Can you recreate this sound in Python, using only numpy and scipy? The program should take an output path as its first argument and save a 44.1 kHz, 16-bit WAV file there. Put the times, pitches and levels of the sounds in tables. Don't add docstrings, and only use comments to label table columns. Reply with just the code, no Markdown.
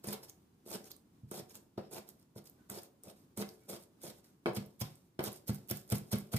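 import sys
import numpy as np
from scipy import signal
from scipy.fft import rfft, irfft
from scipy.io import wavfile
from scipy.ndimage import uniform_filter1d

SR = 44100
rng = np.random.default_rng(int(sys.argv[2]) if len(sys.argv) > 2 else 0)


def pcm_store(signal):
    levels = np.round(np.clip(np.atleast_2d(signal), -1, 1) * 32767)
    wavfile.write(sys.argv[1], SR, levels.astype(np.int16).T)


def to_linear_factor(level_db):
    exponent = np.asarray(level_db, float) / 20
    return 10 ** exponent


N = 281358
PORT_LAG = 14


def unit(x):
    return x / np.sqrt(np.mean(x ** 2))


def on_log(hz, table):
    f, v = np.transpose(table)
    return np.interp(np.log(np.maximum(hz, 1)), np.log(f), v)


def colour(x, table):
    hz = np.fft.rfftfreq(x.shape[-1], 1 / SR)
    return unit(irfft(rfft(x) * to_linear_factor(on_log(hz, table)), x.shape[-1]))


def drift(shape, samples):
    return unit(uniform_filter1d(rng.standard_normal(shape), size=samples))


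def decay(t_s, t60_s):
    return np.exp(-np.log(1000) * t_s / t60_s)


def high_pass(x, hz):
    return signal.sosfilt(signal.butter(2, hz, "high", fs=SR, output="sos"), x)


def add(track, sound, s):
    i = min(int(s * SR), N)
    track[..., i:i + sound.shape[-1]] += sound[..., :N - i]


def ports(x, lag, pan_db=0):
    left = np.pad(x, (max(lag, 0), 0))[:len(x)]
    right = np.pad(x, (max(-lag, 0), 0))[:len(x)]
    return np.array([left * to_linear_factor(pan_db / 2), right * to_linear_factor(-pan_db / 2)])


def alike(mid, side, hz, corner_hz):
    share = np.clip(hz / corner_hz, 0, 1)
    return np.array([mid + share * side, mid - share * side]) / np.sqrt(1 + share ** 2)


def ring(modes, gain_db, detune=np.ones(1), stretch=1):
    hz, db, t60 = np.transpose(modes)[:, :, None]
    t = np.arange(int(SR * min(t60.max() * stretch, 1 / 3))) / SR
    tones = np.sin(2 * np.pi * hz * detune[:, None] * t)
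    h = (to_linear_factor(db + gain_db[:, None]) * decay(t, t60 * stretch) * tones).sum(0)
    return h / np.abs(h).max()


# frequency in Hz, density in dB per Hz.
HUM_SPECTRUM = [(15, -56), (25, -1), (190, -2), (320, -4.5), (581, -21), (980, -20), (1900, -29.5),
                (15500, -34)]


def kitchen():
    mid, side = (rfft(colour(rng.standard_normal(N), HUM_SPECTRUM)) for _ in range(2))
    hum = irfft(alike(mid, side, np.fft.rfftfreq(N, 1 / SR), 920), N)
    level_db, swell_db = -66.5, 1.07
    return to_linear_factor(level_db) * hum * to_linear_factor([[0], [0.5]]) * to_linear_factor(swell_db * drift(N, 5000))


def slips(per_s, spread_db, smooth):
    size = to_linear_factor(spread_db * np.minimum(rng.exponential(size=N), 4))
    clicks = (rng.random(N) < per_s / SR) * size * rng.standard_normal(N)
    return unit(unit(clicks) + smooth * rng.standard_normal(N))


def patchy(x, db, cells_hz, cells_ms):
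    f, t, z = signal.stft(x, SR, nperseg=256)
    field = rng.standard_normal(z.shape)
    field = uniform_filter1d(field, size=max(int(cells_hz / f[1]), 1), axis=-2)
    field = unit(uniform_filter1d(field, size=max(int(cells_ms / 1000 / t[1]), 1), axis=-1))
    return unit(signal.istft(z * to_linear_factor(db * field), SR, nperseg=256)[1][..., :N])


def pressure(rows, shape, attack_s):
    rise_db, let_go_s, tail_s = 25, 0.018, 0.26
    gain = np.zeros((3, N))
    for s, length_s, first_db, last_db, *rumble_db in rows:
        times = np.cumsum([s - attack_s, attack_s, max(length_s, 0.001), let_go_s, tail_s])
        i = np.arange(max(int(times[0] * SR), 0), min(int(times[-1] * SR), N))
        for k, (early_db, late_db, drop_db, fall_db_s) in enumerate(shape):
            start, end = first_db + early_db, last_db + late_db
            released = end - drop_db
            db = np.array([start - rise_db, start, end, released, released - fall_db_s * tail_s])
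            if k == 1:
                db = db + sum(rumble_db)
            gain[k, i] = np.maximum(gain[k, i], to_linear_factor(np.interp(i / SR, times, db)))
    return gain


# frequency in Hz, level in dB, t60 in seconds.
SLAB_MODES = [(52.4, -4, 0.081), (80.5, -30, 0.031), (118, -9.5, 0.028), (134, 6, 0.085), (148.7, -6, 0.45),
              (198.3, 3, 0.19), (211.8, 0, 0.25), (224.5, -1, 0.13)]
# frequency in Hz, level in dB, t60 in seconds.
COUNTER_MODES = [(240, -29, 0.15), (290, -24, 0.2), (342, -5, 0.31), (369.3, 7.5, 0.18), (389, -4, 0.13),
                 (435, 7.5, 0.096), (507.6, -2.5, 0.17), (560.5, 5.5, 0.1), (644, 6.5, 0.07),
                 (693.3, 0, 0.082), (748.7, -4.5, 0.17), (796, -17.5, 0.19), (873, -8, 0.084),
                 (969, -13.5, 0.11)]


def rumble(gain):
    out, modes = 0, SLAB_MODES[-4:] + COUNTER_MODES
    tilt_db = np.linspace(-2.5, 3, len(modes))
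    for lag in (-4, 4, PORT_LAG):
        spot, *port = rng.standard_normal((3, len(modes)))
        shake = np.array([ring(modes, tilt_db + 5.3 * p, 1 + 0.017 * spot, stretch=0.61) for p in port])
        judder = slips(400, 1.2, 0.2)
        scale = np.std(signal.fftconvolve(judder, shake[0]))
        out = out + signal.fftconvolve(ports(judder * gain, lag), shake, axes=1)[:, :N] / scale
    return high_pass(out, 120) * to_linear_factor(-11)


# start in seconds, length in seconds, hiss in dB at the bite,
# hiss in dB at the end, rumble re hiss in dB.
SLICES = [(0.042, 0.025, -55.5, -56, 8.5), (0.07, 0.024, -52.5, -48.5, 11), (0.105, 0.035, -50, -50, 11.5),
          (0.658, 0.097, -65, -45.5, 9.5), (1.316, 0.081, -55, -52.5, 10), (1.915, 0.072, -56, -52, 11),
          (2.36, 0.028, -63.5, -63, 14), (2.7, 0.089, -55, -53.5, 9.5), (3.036, 0.07, -68, -61, 12.5),
          (3.374, 0.045, -52, -46.5, 9.5), (3.69, 0.078, -51.5, -56.5, 10.5), (4.036, 0.068, -53, -56, 10)]
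# start in seconds, length in seconds, hiss in dB at first,
# hiss in dB at last, rumble re hiss in dB.
TIP_PLANTS = [
    (1.777, 0.031, -68.5, -71, 29),
    (4.46, 0.058, -61, -69, 36),
    (5.192, 0.016, -57, -66, 36),
]
# start in seconds, length in seconds, hiss in dB at first,
# hiss in dB at last, rumble re hiss in dB.
MINCE_CHOPS = [
    (4.549, 0.019, -56.5, -41.5, 9),
    (4.798, 0.017, -63, -37, 1.5),
    (5.24, 0.039, -46.5, -43, 8.5),
    (5.471, 0.023, -59, -41, 9.5),
    (5.69, 0.022, -53, -38, 2.5),
    (5.88, 0.045, -73.5, -38.5, 11.5),
    (6.118, 0.016, -43.5, -38, 7.5),
    (6.322, 0.022, -52.5, -45, 13),
    (6.364, 0.0052, -41, -43, -6),
]
# start in seconds, length in seconds, hiss in dB at first,
# hiss in dB at last.
PEELS = [(0.232, 0.015, -58, -55.5), (0.287, 0.016, -61, -61), (0.842, 0.038, -65, -58.5),
         (0.91, 0.0072, -53.5, -64.5), (1.29, 0.014, -73, -78), (1.498, 0.022, -61.5, -63),
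         (1.548, 0.019, -55.5, -55.5), (2.075, 0.028, -66, -62), (2.19, 0.039, -79, -77),
         (2.445, 0.027, -73, -58.5), (2.8, 0.061, -65, -66), (3.165, 0.084, -70, -82),
         (3.46, 0.1, -65, -73), (3.535, 0.16, -79.5, -76), (3.79, 0.048, -70, -64.5),
         (4.015, 0.025, -66, -53), (4.13, 0.069, -70, -69.5), (4.245, 0.13, -67.5, -94),
         (5.32, 0.059, -57, -62), (5.53, 0.026, -68, -54), (5.755, 0.06, -54, -65),
         (5.95, 0.034, -46.5, -58), (6.04, .06, -75, -68), (6.155, 0.053, -58, -59),
         (6.235, 0.065, -78, -77)]
# offset in dB at first, offset in dB at last,
# quick drop in dB on letting go, then fall in dB per second.
SLICE_SHAPE = [(1, -1, 18, 166), (0.5, 0, 14.5, 106), (-8, -2, 16.5, 244)]
TIP_PLANT_SHAPE = [(2, -9, 1.9, 58), (2, -3.5, 6.2, 510), (13, 5, 2.6, 130)]
MINCE_CHOP_SHAPE = [(-0.5, -2, 25, 90), (-10.5, -1, 18.7, 144), (-7, -5, 14.4, 170)]
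PEEL_SHAPE = [(-1, 0, 18, 150), (-5, -3, 4.4, 100), (-5.5, -8, 24, 190)]
# frequency in Hz, density in dB per Hz.
HISS_SPECTRUM = [(2060, -60), (3500, -11.5), (5460, -2), (8670, 4), (9800, -1), (13400, 2.5), (15300, -4),
                 (16300, -4)]
# frequency in Hz, density in dB per Hz.
BODY_SPECTRUM = [(530, -1.5), (960, -5), (1300, -6.5), (1880, -8), (2270, -7.5), (5500, -5.5), (7150, -65),
                 (12100, -120)]


def slicing():
    moves = [(SLICES, SLICE_SHAPE, 0.011), (TIP_PLANTS, TIP_PLANT_SHAPE, 0.0024),
             (MINCE_CHOPS, MINCE_CHOP_SHAPE, 0.011), (PEELS, PEEL_SHAPE, 0.021)]
    gain = uniform_filter1d(np.max([pressure(*move) for move in moves], axis=0), size=90)
    drag = 0
    for lag, db in [(-4, -2), (4, -4), (PORT_LAG, -1.5)]:
        drag = drag + to_linear_factor(db) * ports(slips(5000, 2.0, 0.45), lag)
    drag = drag * to_linear_factor(1.8 * drift(N, 160))
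    hiss = gain[0] * patchy(colour(drag, HISS_SPECTRUM), 2.6, 1500, 8) * to_linear_factor([[-0.5], [2.5]])
    body = gain[2] * patchy(colour(drag, BODY_SPECTRUM), 4.2, 500, 15)
    return hiss + body + rumble(gain[1])


def crowd(modes, spread, count):
    hz, db, t60 = np.repeat(np.transpose(modes), count, axis=1)
    return np.transpose([hz * (1 + spread * rng.uniform(-1.16, 1, len(hz))), db, t60])


# start in seconds, knock peak in dB, clack re knock in dB.
BLOWS = [(0.043, -38.5, -6.5), (0.071, -53, -17), (0.085, -40.5, -24), (0.127, -50, 12),
         (0.662, -43.5, -31), (0.734, -50, -16), (1.315, -32, -12), (1.7785, -26, -48), (1.926, -50, -10),
         (2.362, -45, -33), (2.697, -47, 4.5), (2.747, -51, -0.5), (3.072, -42.5, -20), (3.376, -34.5, -8),
         (3.424, -30.5, -6.5), (3.689, -44, -16), (3.732, -37, -5), (4.043, -56, -26), (4.4582, -20, -4),
         (4.572, -50, 11), (5.1913, -24, -8.5), (5.238, -31, -19), (5.494, -42.5, 6), (5.713, -41, 6),
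         (5.922, -28, -3), (5.954, -66, -13), (6.13, -27.5, -9), (6.158, -38.5, 0.5), (6.337, -35.5, 2.5),
         (6.365, -54, -2)]
BLOW_TILT_DB = [-2, 3, -1, 3, -8, -1, 2, 1.5, -7, -16, 3, 0.1, 0.1, -5, 0.5, -3, -6, 2, 5.5, -5, -5, -5, -6,
                -8, -1.5, 0.1, -0.5, 0.1, 2, 0.1]
# frequency in Hz, level in dB, t60 in seconds.
BLADE_MODES = [(1120, 11.5, 0.038), (1222, 4, 0.1), (1384, 11.5, 0.066), (1490, 12.5, 0.064),
               (1649, 15, 0.03), (1814, -4, 0.22), (2050, 9.5, 0.097), (2250, 14, 0.074), (2547, 7, 0.075),
               (3100, 12, 0.062), (4100, -7, 0.018), (4800, -2, 0.018), (8450, 7, 0.013)]


def knocks():
    out = np.zeros((2, N))
    push = np.hanning(int(0.0005 * SR))
    push = push / push.sum()
    first_push = 0.88 * np.hanning(int(0.0016 * SR))
    for (s, db, clack_db), tilt_db in zip(BLOWS, BLOW_TILT_DB):
        for k in range(2):
            wood, steel = crowd(COUNTER_MODES, 0.013, count=2), crowd(BLADE_MODES, 0.03, count=3)
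            wood_db = 2.5 * rng.standard_normal(len(wood)) + tilt_db * np.log2(wood[:, 0] / 500)
            steel_db = 2.5 * rng.standard_normal(len(steel))
            at = s - k * 10 / SR
            add(out[k], to_linear_factor(db) * np.convolve(ring(wood, wood_db), push), at + 0.00061)
            add(out[k], to_linear_factor(db) * first_push, at + 0.0012)
            add(out[k], to_linear_factor(db + clack_db + 2.5) * ring(steel, steel_db), at + 0.00107)
    return high_pass(out, 170)


# start in seconds, peak in dB, centre in
# Hz, left minus right in dB.
FLESH_TICKS = [(0.043, -37, 8600, 0), (0.072, -30, 9300, 1), (0.131, -28, 11000, 8), (0.236, -57, 12100, 7),
               (0.2966, -36.5, 6400, -4), (0.4213, -67, 8700, -9), (0.7165, -36, 13200, 11),
               (0.736, -38, 8300, -5), (0.843, -49.5, 5800, 19), (0.8794, -54, 8740, 2),
               (0.916, -34, 13900, -3), (0.965, -44, 8800, -6), (1.313, -32, 8500, -7),
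               (1.4963, -45, 6540, -4), (1.554, -36, 7500, 0), (1.912, -49, 10600, -9),
               (2.0897, -35, 11600, -7), (2.198, -56, 9100, -2.5), (2.4414, -53, 10500, -2),
               (2.4974, -42, 13500, -2), (2.7001, -28, 8160, -7), (2.833, -36, 14500, 1),
               (3.0356, -35.5, 8400, 2), (3.3745, -29, 8600, -1), (3.49, -38, 4850, 0),
               (3.691, -41, 8800, -4), (3.8, -51, 9700, 9), (4.017, -44, 8850, -1),
               (4.2444, -72, 12500, -5),
               (4.5503, -40, 8750, -9), (4.8028, -36.5, 12340, -26), (4.9553, -47.5, 8560, -8),
              (5.239, -27, 13200, -3), (5.3288, -35, 10700, -5), (5.362, -39.5, 8600, -4.0),
              (5.4743, -39, 12000, -3.0), (5.5463, -32.5, 13400, -6.0), (5.676, -46, 13200, -1.5),
              (5.6855, -39, 12900, -4.0), (5.7, -25, 13400, -2.5), (5.761, -43, 9050, -7),
              (5.7713, -28, 13800, -3.5), (5.877, -46, 12000, -5), (5.901, -27.5, 13230, -3.5),
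              (5.9444, -37, 12600, -8), (5.9557, -30.5, 11800, -10), (5.9827, -29.5, 11000, -6.5),
              (6.1185, -35, 10180, -2.0), (6.1559, -40, 8680, -20), (6.1854, -31, 12100, -1.5),
              (6.318, -48, 12100, -9), (6.3645, -31, 11770, -5)]


def ticks():
    out, t = np.zeros((2, N)), np.arange(500) / SR
    for s, db, hz, pan_db in FLESH_TICKS:
        click = np.exp(-np.abs(t - 0.0005) / 0.0002) * np.sin(2 * np.pi * hz * t)
        sizzle = 0.21 * np.exp(-t / 0.0018) * np.diff(rng.standard_normal(len(t) + 2), 2)
        add(out, to_linear_factor(db - 0.5) * ports(click + sizzle, rng.integers(0, PORT_LAG + 1), pan_db), s)
    return out


# start in seconds, peak in dB, centre in Hz.
FIBRE_CRACKS = [(0.0433, -43, 8390), (0.0707, -39, 10300), (0.076, -36, 9490), (0.085, -39, 9320),
                (0.128, -29.5, 14000), (0.1382, -36, 3480), (0.6734, -43, 8730), (0.7003, -35, 12400),
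                (0.736, -38, 8440), (0.9146, -37, 4350), (1.3713, -49, 8240), (1.933, -36, 9390),
                (2.37, -48, 12600), (2.4558, -49.5, 8300), (2.753, -40, 8450), (3.383, -37, 8450),
                (3.422, -34, 3400), (3.698, -37, 10900), (4.0341, -33.5, 8400), (4.5335, -42, 12300),
                (4.548, -38.5, 9900), (4.571, -28.5, 2960), (4.6603, -48, 12300), (4.7945, -42, 12800),
                (4.81, -45, 12500), (4.8147, -27, 12300), (5.206, -37.5, 3070), (5.2285, -36, 14300),
                (5.239, -28, 12400), (5.259, -31, 6150), (5.2702, -32.5, 3350), (5.48, -28.5, 13300),
                (5.5318, -40, 11700), (5.691, -31, 12300), (5.7108, -21.5, 12000), (5.9048, -41, 11700),
                (5.9207, -29, 11600), (6.115, -33, 9710), (6.329, -32, 9380), (6.333, -33, 3030)]


def cracks():
    out, t = np.zeros((2, N)), np.arange(600) / SR
    decay_s, wide_db = 0.0046, -6
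    for s, db, hz in FIBRE_CRACKS:
        wide = np.diff(rng.standard_normal(len(t) + 1))
        tuned = colour(wide, [(hz / 2, -22), (hz, 0), (hz * 2, -22)])
        burst = np.exp(-t / decay_s) * (tuned + to_linear_factor(wide_db) * unit(wide))
        burst = burst / np.abs(burst).max()
        add(out, to_linear_factor(db - 3) * ports(burst, rng.integers(0, PORT_LAG + 1), -7), s)
    return out


# start in seconds, peak in dB, modes below 170 Hz re rest in dB.
FLAT_LANDINGS = [(0.075, -34, 1), (0.769, -49, -15), (1.234, -40, 18), (1.315, -49.5, -12),
                 (1.421, -48, 11), (1.778, -38, 5), (2.36, -42.5, 10), (2.702, -43.5, 5), (3.069, -50, -14),
                 (3.379, -34.5, -5), (4.041, -56, -18), (4.459, -35, 16), (4.572, -27.5, 4),
                 (4.816, -28.5, 14.5), (5.191, -47, -8), (5.275, -37.5, 4.5), (5.494, -23, 8.5),
                 (5.713, -29, 12), (5.923, -20, 8), (6.131, -21.5, 5.5), (6.343, -21.5, 12)]


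def thuds():
    out, press = np.zeros(N), np.hanning(int(0.0025 * SR))
    press = press / press.sum()
    deep = np.array(SLAB_MODES)[:, 0] < 170
    for s, db, low_db in FLAT_LANDINGS:
        spot_db, tune = rng.standard_normal((2, len(SLAB_MODES)))
        slab = ring(SLAB_MODES, spot_db + low_db * deep, 1 + 0.015 * tune)
        slab = to_linear_factor(db + 1) * np.convolve(slab, press)
        for late_s, share in [(-0.0015, 0.99), (0.0085, 1), (0.034, 0.45), (0.092, 0.13)]:
            add(out, share * slab, s + late_s)
    return ports(out, PORT_LAG, -1)


# frequency in Hz, density in dB per Hz.
SLAP_SPECTRUM = [(300, -13), (700, 3), (1400, 2), (3000, -21), (6000, -21)]


def slaps():
    out, t = np.zeros((2, N)), np.arange(SR // 4) / SR
    over_hiss_db, t60_s = 9.5, 0.3
    for s, _, hiss_db, *_ in TIP_PLANTS:
        burst = colour(rng.standard_normal((2, len(t))), SLAP_SPECTRUM) * decay(t, t60_s)
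        add(out, to_linear_factor(hiss_db + over_hiss_db) * burst, s + 0.0022)
    return out


# start in seconds, length in
# seconds, # frequency in Hz, level in dB.
STEEL_SQUEAKS = [
    (2.582, 0.085, 1505, -77),
    (3.61, 0.072, 2270, -80.5),
    (3.62, .07, 1400, -82),
    (4.232, .09, 1500, -80.5),
    (6.366, 0.019, 2030, -53),
]


def squeaks():
    out = np.zeros((2, N))
    for s, length_s, hz, db in STEEL_SQUEAKS:
        t = np.arange(int(length_s * SR)) / SR
        waver = 0.5 + drift((2, len(t)), 240)
        tone = np.sin(2 * np.pi * hz * t + np.array([[0], [1.2]]))
        add(out, to_linear_factor(db) * np.hanning(len(t)) ** 0.097 * waver * tone, s)
    return out


# frequency in Hz, t60 in seconds.
ECHO_T60 = [(100, 0.48), (400, 0.47), (1500, 0.3), (5000, 0.21), (14000, 0.26)]
# frequency in Hz, energy re direct in dB.
ECHO_DB = [(100, -19), (400, -8.5), (1500, -3.5), (5000, -5.5), (14000, -12)]


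def room(dry):
    t, echo = np.arange(SR * 3 // 4) / SR, 0
    for hz in 50 * 2 ** np.arange(0, 8.6, 0.5):
        band = [hz * 2 ** -0.25, min(hz * 2 ** 0.25, 0.49 * SR)]
        sos = signal.butter(2, band, "band", fs=SR, output="sos")
        mid, side = signal.sosfilt(sos, rng.standard_normal((2, len(t))))
        onset = 1 - np.exp(-(t / 0.00014) ** 2)
        fall = decay(t, max(on_log(hz, ECHO_T60), 0.05)) * onset
        level = to_linear_factor(on_log(hz, ECHO_DB)) / np.sqrt(np.sum(fall ** 2))
        echo = echo + level * alike(mid, side, hz, 1100) * fall
    sent = dry.mean(0)[None] * 0.18 + dry * 0.92
    return signal.fftconvolve(sent, echo, axes=1)[:, :N]


def scene():
    knife = slicing() + knocks() + ticks() + cracks()
    thud = thuds()
    return kitchen() + knife + thud + room(knife + 1.08 * thud) + slaps() + squeaks()


def band_limit(x):
    return signal.sosfilt(signal.butter(12, 16530, fs=SR, output="sos"), x)


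# frequency in Hz, gain in dB.
MICROPHONE_RESPONSE = [(15300, 0.5), (15700, -31), (16500, -27)]


def record(dry):
    low_cut = high_pass(dry, 95)
    response = to_linear_factor(on_log(np.fft.rfftfreq(N, 1 / SR), MICROPHONE_RESPONSE))
    return band_limit(irfft(rfft(low_cut) * response, N))


dry = scene()
out = record(dry)
pcm_store(out)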